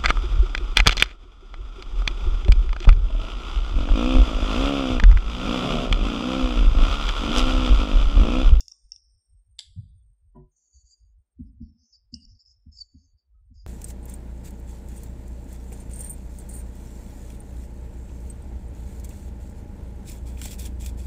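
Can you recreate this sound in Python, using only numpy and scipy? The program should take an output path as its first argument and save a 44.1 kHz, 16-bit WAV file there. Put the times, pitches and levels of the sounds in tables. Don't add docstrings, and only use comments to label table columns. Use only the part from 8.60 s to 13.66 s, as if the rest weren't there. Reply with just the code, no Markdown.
import sys
import numpy as np
from scipy import signal
from scipy.fft import rfft, irfft, next_fast_len
from scipy.io import wavfile
from scipy.ndimage import uniform_filter1d, map_coordinates

SR = 44100
rng = np.random.default_rng(int(sys.argv[2]) if len(sys.argv) > 2 else 0)


def wav_record(signal):
    frames = np.transpose(np.atleast_2d(signal))
    bounded = np.clip(frames, -1, 1)
    quanta = np.round(bounded * 32767).astype(np.int16)
    wavfile.write(sys.argv[1], SR, quanta)


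N = 223317
TIME = np.arange(N) / SR

# f/Hz, level/dB
RUMBLE_SPECTRUM = [(20, -24.5), (35, -7.5), (50, 4.5), (72, -5), (100, -8.5), (135, -22), (200, -44.5),
                   (400, -73.5)]
# t/s, level/dB
WHINE_LEVELS = [(0, -75.5), (1.1, -79.5), (1.85, -89), (2.85, -89.5), (3.1, -106), (5.06, -95.5)]
# t/s, level/dB, contact time/s, treble tilt/(dB per octave)
PEN_CLICKS = [(.0074, -36, 0.0001, 4), (.0575, -59, 0.00028, -0.5), (.0821, -40.5, 0.00023, -0.5),
              (.0985, -62, 0.00037, -2), (.1145, -48, .003, 1), (.1187, -41, 0.0016, -3),
              (.3193, -33.5, 0.00075, -13.5), (.3612, -46.5, 0.00064, -14.5), (.3795, -68, 0.00039, -4.5)]
# f/Hz, level/dB
BARREL_SPECTRUM = [(1900, -74), (2450, -47.5), (2750, -25.5), (3100, -43.5), (3550, -21), (3950, -42.5),
                   (4280, -28), (4480, -36), (4800, -18.5), (5400, -9), (6200, -21.5), (6850, -17),
                   (7700, -30.5), (9300, -40.5), (10000, -32.5), (11500, -47), (12700, -36.5),
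                   (14500, -61.5)]
# t/s, f/Hz, level/dB, t60/s
PART_PINGS = [(.118, 1108, -72, 0.076), (3.537, 590, -55.5, 0.014), (3.539, 2860, -46, 0.024),
              (3.54, 8130, -49.5, 0.016), (4.744, 1280, -78.5, 0.089)]
# t/s, length/s, level/dB
FLOOR_BUMPS = [(0.238, 0.034, -52.5), (0.403, 0.22, -61.5), (.68, 0.17, -54), (0.846, 0.16, -58),
               (1.052, .11, -53.5), (1.302, 0.18, -58), (1.439, .12, -55.5), (1.598, 0.18, -56),
               (1.724, .17, -51.5), (2.139, 0.063, -52), (2.233, 0.037, -54), (2.398, 0.064, -53.5),
               (2.512, 0.12, -55), (2.758, 0.18, -44.5), (2.92, 0.19, -48), (3.628, 0.16, -50.5),
               (3.908, 0.2, -63), (4.141, .12, -56), (4.512, 0.065, -57.5), (4.676, 0.24, -55.5),
               (4.852, 0.34, -46.5)]
# t/s, level/dB, contact time/s, treble tilt/(dB per octave)
CAP_SNAPS = [(.9850, -55, 0.0026, 2.5), (.9890, -55.5, .0008, 2), (.9908, -33.5, 0.00049, -0.5),
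             (.9946, -37, 0.00027, 1), (1.0064, -44, 0.00069, 1)]
# f/Hz, level/dB
CAP_SPECTRUM = [(690, -56), (830, -19.5), (1200, -49), (1500, -27.5), (1680, -8.5), (1880, -21.5),
                (2130, -9), (2450, -27), (3400, -5.5), (4150, -14.5), (4750, -2), (5900, -17.5),
                (7900, -7.5), (9300, -32), (10400, -14), (12400, -57)]
# t/s, level/dB, tilt/(dB per octave)
FOOTSTEPS = [(1.161, -30, 1.5)]
# f/Hz, level/dB, swell time/s
FLOOR_MODES = [(49.7, -22, 0.038), (87.6, 0.5, 0.018), (124, -5.5, 0.017), (163, -6.5, 0.012),
               (212, -24, 0.026)]
# t/s, level/dB
KNOCK_CONTACTS = [(1.745, -53.5), (1.755, -44), (1.768, -53.5), (1.782, -52)]
# f/Hz, level/dB, t60/s
HOLLOW_MODES = [(146, 2, 0.18), (244.2, 6, 0.23), (365.6, 0, 0.16), (611, -14.5, 0.35), (688, -9.5, 0.12),
                (863, -9, 0.083), (987.5, -1.5, 0.1), (1456, -17.5, 0.059), (1857, -23, 0.077),
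                (3040, -30, 0.079)]
# t/s, length/s, nib level/dB, rasp level/dB, swell over the stroke/dB, nib f/Hz, rasp f/Hz
TIP_STROKES = [(1.908, 0.053, -100, -77, 4.5, 4560, 6530), (1.958, 0.25, -91, -68.5, -9, 4550, 6610),
               (2.129, 0.09, -74, -65.5, -0.5, 4590, 6690), (2.237, 0.089, -74, -64.5, 14.5, 4750, 6705),
               (2.358, 0.18, -87.5, -84, -10.5, 4765, 6600), (2.839, 0.046, -87.5, -108, 2.5, 5230, 6020),
               (3.009, 0.084, -75, -86, -6, 5105, 5840), (3.116, 0.061, -84.5, -108, 5.5, 5180, 5700),
               (3.177, 0.062, -70, -86, 8.5, 5320, 6130), (3.237, 0.087, -78.5, -71.5, -2, 5440, 6100),
               (3.321, 0.13, -71.5, -84, -23.5, 5040, 6000), (3.518, 0.031, -63, -67.5, 1.5, 4860, 6720),
               (3.594, 0.039, -62.5, -80.5, 7, 4950, 6830), (3.675, 0.045, -63, -79.5, 3, 5270, 6800),
               (3.743, 0.038, -65.5, -85.5, -7, 5100, 6340), (3.786, 0.023, -57, -74, 3, 5040, 7210),
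               (3.849, 0.071, -62, -72.5, 0, 5276, 6910), (3.95, 0.25, -84.5, -98.5, -6.5, 5270, 6670),
               (4.114, 0.093, -59.5, -66, 9.5, 5020, 6950), (4.235, .13, -77, -78.5, -5.5, 4870, 6860),
               (4.364, 0.094, -76.5, -75, 3, 4780, 6390), (4.475, 0.064, -85, -86.5, -7, 4600, 6670),
               (4.571, 0.024, -70, -84, -1, 4805, 6800), (4.938, 0.15, -72.5, -80, -14.5, 5090, 6700)]
# f/Hz, half-width/Hz, boost/dB
PEN_RESONANCES = [(4590, 41, 7.5), (5240, 70, 6), (6480, 60, 3.5), (6823, 59, 6.5)]
# t/s, length/s, level/dB, first f/Hz, last f/Hz
TIP_SQUEAKS = [(2.116, 0.087, -75.5, 4670, 4670), (2.316, 0.033, -58.5, 4840, 4705),
               (3.333, 0.033, -58.5, 4763, 4620), (3.5396, 0.0065, -32, 4290, 5940),
               (3.641, .01, -62.5, 4790, 4410), (3.6503, 0.0046, -48.5, 5530, 5260),
               (4.171, .007, -49, 4740, 4780), (4.186, .009, -43.5, 4710, 4680),
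               (4.2, 0.0096, -48, 4770, 4570), (4.2057, .02, -36.5, 4670, 4470),
               (4.99, 0.042, -62.5, 4837, 4774)]
# t/s, level/dB, tilt/(dB per octave)
TIP_LANDINGS = [(2.790, -35.5, 1.5), (3.003, -35.5, 0.5), (3.526, -40, 2), (4.058, -44.5, -6),
                (4.34, -47.5, -2.5), (4.902, -49.5, -5.5)]
# f/Hz, level/dB, swell time/s
PANEL_MODES = [(47.7, -13, 0.031), (77.8, -0.5, 0.019), (154, -3.5, 0.012), (200, -7, 0.016),
               (242, 1, 0.011), (303, -13, 0.009)]
# f/Hz, t60/s
ROOM_DECAY = [(80, 0.99), (250, 1), (1000, 0.11), (2200, 0.83), (3500, 1), (5400, 0.94), (7500, 1),
              (11000, 0.91), (14000, .45)]
# f/Hz, power density/dB
SUPPRESSOR_THRESHOLD = [(30, -91), (80, -87.5), (250, -92.5), (500, -108), (1500, -116), (3000, -117),
                        (5500, -118), (8500, -118), (12000, -124)]
# f/Hz, relative level/dB
HISS_SPECTRUM = [(30, -3), (200, 4.5), (500, 2), (1200, -6), (3000, -12.5), (8000, -16), (15000, -21)]


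def amp(db):
    return 10 ** (np.asarray(db) / 20)


def unit(x):
    return x / np.sqrt(np.mean(x ** 2) + 1e-20)


def along(points, hz):
    f, values = np.transpose(points)
    return np.interp(np.log(hz + 1), np.log(f + 1), values)


def wobble(rate):
    return map_coordinates(rng.standard_normal(int(N * rate / SR) + 4), [TIME * rate])


def filtered(x, response):
    size = next_fast_len(N + SR // 2)
    return irfft(rfft(x, size) * response(np.fft.rfftfreq(size, 1 / SR)), size)[:N]


def noise(spectrum):
    return unit(filtered(rng.standard_normal(N), lambda hz: amp(along(spectrum, hz))))


def band(x, centre_hz, width_hz, steepness=1.59):
    return unit(filtered(x, lambda hz: np.exp(-.5 * np.abs((hz - centre_hz) / width_hz) ** steepness)))


def ring(gain_db, size=4096):
    cepstrum = irfft(np.log(amp(gain_db(np.fft.rfftfreq(size, 1 / SR)))))
    cepstrum[1:size // 2] *= 2
    cepstrum[size // 2 + 1:] = 0
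    return irfft(np.exp(rfft(cepstrum)))


def add(track, s, sound):
    start = max(round(s * SR), 0)
    track[start:start + len(sound)] += sound[:N - start]


def rumble(level_db=-70, throb_db=6.5, top_hz=118):
    low = noise(RUMBLE_SPECTRUM)
    low = low / np.abs(signal.hilbert(low))
    low = unit(filtered(low, lambda hz: 1 / (1 + (hz / top_hz) ** 6)))
    throb = amp(level_db + throb_db * wobble(11))
    bumps = np.zeros(N)
    for s, length, db in FLOOR_BUMPS:
        bumps += amp(db) * np.sin(np.pi * np.clip((TIME - s) / length, 0, 1))
    return np.hypot(throb, bumps) * low


def whine(centre_hz=8630, flicker_db=2.0):
    hz = centre_hz + 60 * wobble(14) + 55 * wobble(260)
    fray = unit(1 + .55 * wobble(170) + .55 * wobble(60))
    level_db = np.interp(TIME, *np.transpose(WHINE_LEVELS)) + flicker_db * wobble(15)
    return amp(level_db) * fray * np.sin(2 * np.pi * np.cumsum(hz) / SR)


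def plastic_clicks(contacts, body, main_hz):
    out, t = np.zeros(N), TIME[:1024]
    for s, db, contact, tilt_db in contacts:
        friction = np.cos(2 * np.pi * main_hz * t) + rng.standard_normal(len(t))
        slip = friction * np.exp(-(t / contact) ** 2) * t / contact
        slip[0] += 0.00068 / contact
        response = ring(lambda hz: along(body, hz) + tilt_db * np.log2(np.maximum(hz / main_hz, 1)))
        click = signal.fftconvolve(slip, response)
        add(out, s, amp(db) * click / np.std(click[:256]))
    return out


def pings(attack_s=0.0019):
    out, t = np.zeros(N), TIME[:SR // 4]
    onset = 1 - np.exp(-(t / attack_s) ** 2)
    for s, hz, db, t60 in PART_PINGS:
        add(out, s, amp(db - 60 * t / t60) * onset * np.sin(2 * np.pi * hz * t))
    return out


def thuds(blows, modes, pivot_hz=120, top_hz=335, detune=0.031):
    out, t = np.zeros(N), TIME[:SR // 3]
    for s, db, tilt_db in blows:
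        for hz, mode_db, swell in modes:
            envelope = (t / swell * np.exp(1 - t / swell)) ** 2
            gain = amp(db + mode_db + tilt_db * np.log2(hz / pivot_hz))
            detuned_hz = hz * (1 + detune * rng.standard_normal())
            add(out, s, gain * envelope * np.sin(2 * np.pi * detuned_hz * t))
    return filtered(out, lambda hz: 1 / np.sqrt(1 + (hz / top_hz) ** 20))


def hollow_knock(attack_s=0.0087, spread_db=1.5):
    out, t = np.zeros(N), TIME[:SR // 2]
    onset = 1 - np.exp(-t / attack_s)
    for s, db in KNOCK_CONTACTS:
        for hz, mode_db, t60 in HOLLOW_MODES:
            decay = amp(db + mode_db + rng.normal(0, spread_db) - 60 * t / t60)
            add(out, s, onset * decay * np.sin(2 * np.pi * hz * t))
    return out


def felt_grains(patch_db=5, grain_db=0.5, judder_db=0.5):
    spectra = signal.stft(rng.standard_normal(N), nperseg=512)[2]
    patches = uniform_filter1d(rng.standard_normal(spectra.shape), size=2, axis=0)
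    patches = unit(uniform_filter1d(patches, size=12, axis=1))
    grains = signal.istft(spectra * amp(patch_db * patches), nperseg=512)[1][:N]
    grains *= amp(grain_db * wobble(600) + judder_db * wobble(90))
    return filtered(grains, lambda hz: amp(sum(db / (1 + ((hz - f) / width) ** 2)
                                               for f, width, db in PEN_RESONANCES)))


def pressure(s, length, swell_db, attack_s=0.015, lift_db_per_s=480.5):
    t = TIME - s
    held_db = swell_db * (np.clip(t / length, 0, 1) - .5)
    lifted_db = lift_db_per_s * np.maximum(t - length, 0)
    return np.clip(t / attack_s, 0, 1) * amp(held_db - lifted_db)


def rubbing(nib_trim_db=-.5, rasp_trim_db=-2.0):
    out, grains = np.zeros(N), felt_grains()
    for s, length, nib_db, rasp_db, swell_db, nib_hz, rasp_hz in TIP_STROKES:
        nib_width_hz = 285 * (nib_hz / 5092) ** 5.3
        nib = amp(nib_db + nib_trim_db) * band(grains, nib_hz, nib_width_hz)
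        rasp = amp(rasp_db + rasp_trim_db) * band(grains, rasp_hz, width_hz=427)
        out += pressure(s, length, swell_db) * (nib + rasp)
    return out


def squeaks(jitter=0.0031, shimmer_db=1, rasp_db=-19):
    out = np.zeros(N)
    rasp = amp(rasp_db) * band(rng.standard_normal(N), centre_hz=6995, width_hz=100)
    waver = 1 + jitter * wobble(500)
    shimmer = shimmer_db * wobble(220)
    for s, length, db, first_hz, last_hz in TIP_SQUEAKS:
        span = (TIME >= s) & (TIME < s + length)
        hz = np.linspace(first_hz, last_hz, span.sum()) * waver[span]
        tone = np.sqrt(2) * np.sin(2 * np.pi * np.cumsum(hz) / SR)
        envelope = signal.windows.tukey(len(hz), alpha=.6) * amp(db + shimmer[span])
        out[span] += envelope * (tone + rasp[span])
    return filtered(out, lambda hz: 1 / (1 + ((hz - 6250) / 2150) ** 20))


def in_room(x, near_db, far_db, near_t60):
    hz, frame_s, spectra = signal.stft(rng.standard_normal(SR), SR, nperseg=256)
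    decay = amp(-60 * frame_s / along(ROOM_DECAY, hz)[:, None])
    t = TIME[:SR]
    tail = signal.istft(spectra * decay, SR, nperseg=256)[1][:SR]
    tail *= 1 - np.exp(-t / 0.0046)
    near = rng.standard_normal(SR) * amp(-60 * t / near_t60) * (t > .002)
    response = amp(near_db) * near / np.linalg.norm(near) + amp(far_db) * tail / np.linalg.norm(tail)
    return x + signal.fftconvolve(x, response)[:N]


def noise_suppressor(x, size=2048, steepness=3):
    frames = dict(fs=SR, nperseg=size, noverlap=size - size // 4, scaling="psd")
    hz, _, spectra = signal.stft(x, **frames)
    power = np.abs(uniform_filter1d(2 * np.abs(spectra) ** 2, size=3, axis=1))
    threshold = amp(along(SUPPRESSOR_THRESHOLD, hz))[:, None] ** 2
    excess = (power / threshold) ** steepness
    return signal.istft(spectra * excess / (1 + excess), **frames)[1][:N]


def scene():
    pen = plastic_clicks(PEN_CLICKS, BARREL_SPECTRUM, main_hz=5590)
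    mix = in_room(pen, near_db=-14.0, far_db=-19.5, near_t60=0.16)
    cap = plastic_clicks(CAP_SNAPS, CAP_SPECTRUM, main_hz=3692)
    mix += in_room(cap, near_db=-8.5, far_db=-23, near_t60=0.27)
    mix += in_room(thuds(FOOTSTEPS, FLOOR_MODES), near_db=-4, far_db=-15.5, near_t60=0.24)
    mix += in_room(thuds(TIP_LANDINGS, PANEL_MODES), near_db=-8, far_db=-19, near_t60=0.45)
    mix += in_room(hollow_knock(), near_db=-4.5, far_db=-21.5, near_t60=0.2)
    mix += in_room(pings(), near_db=2.5, far_db=-32.5, near_t60=0.33)
    mix += in_room(rubbing() + squeaks(), near_db=-12.5, far_db=-26.5, near_t60=0.12)
    return (mix + rumble() + whine())[None]


def record(dry, hiss_db=-94, top_hz=15700):
    track = noise_suppressor(dry[0]) + amp(hiss_db) * noise(HISS_SPECTRUM)
    return filtered(track, lambda hz: hz < top_hz)[None]


dry = scene()
out = record(dry)
wav_record(out)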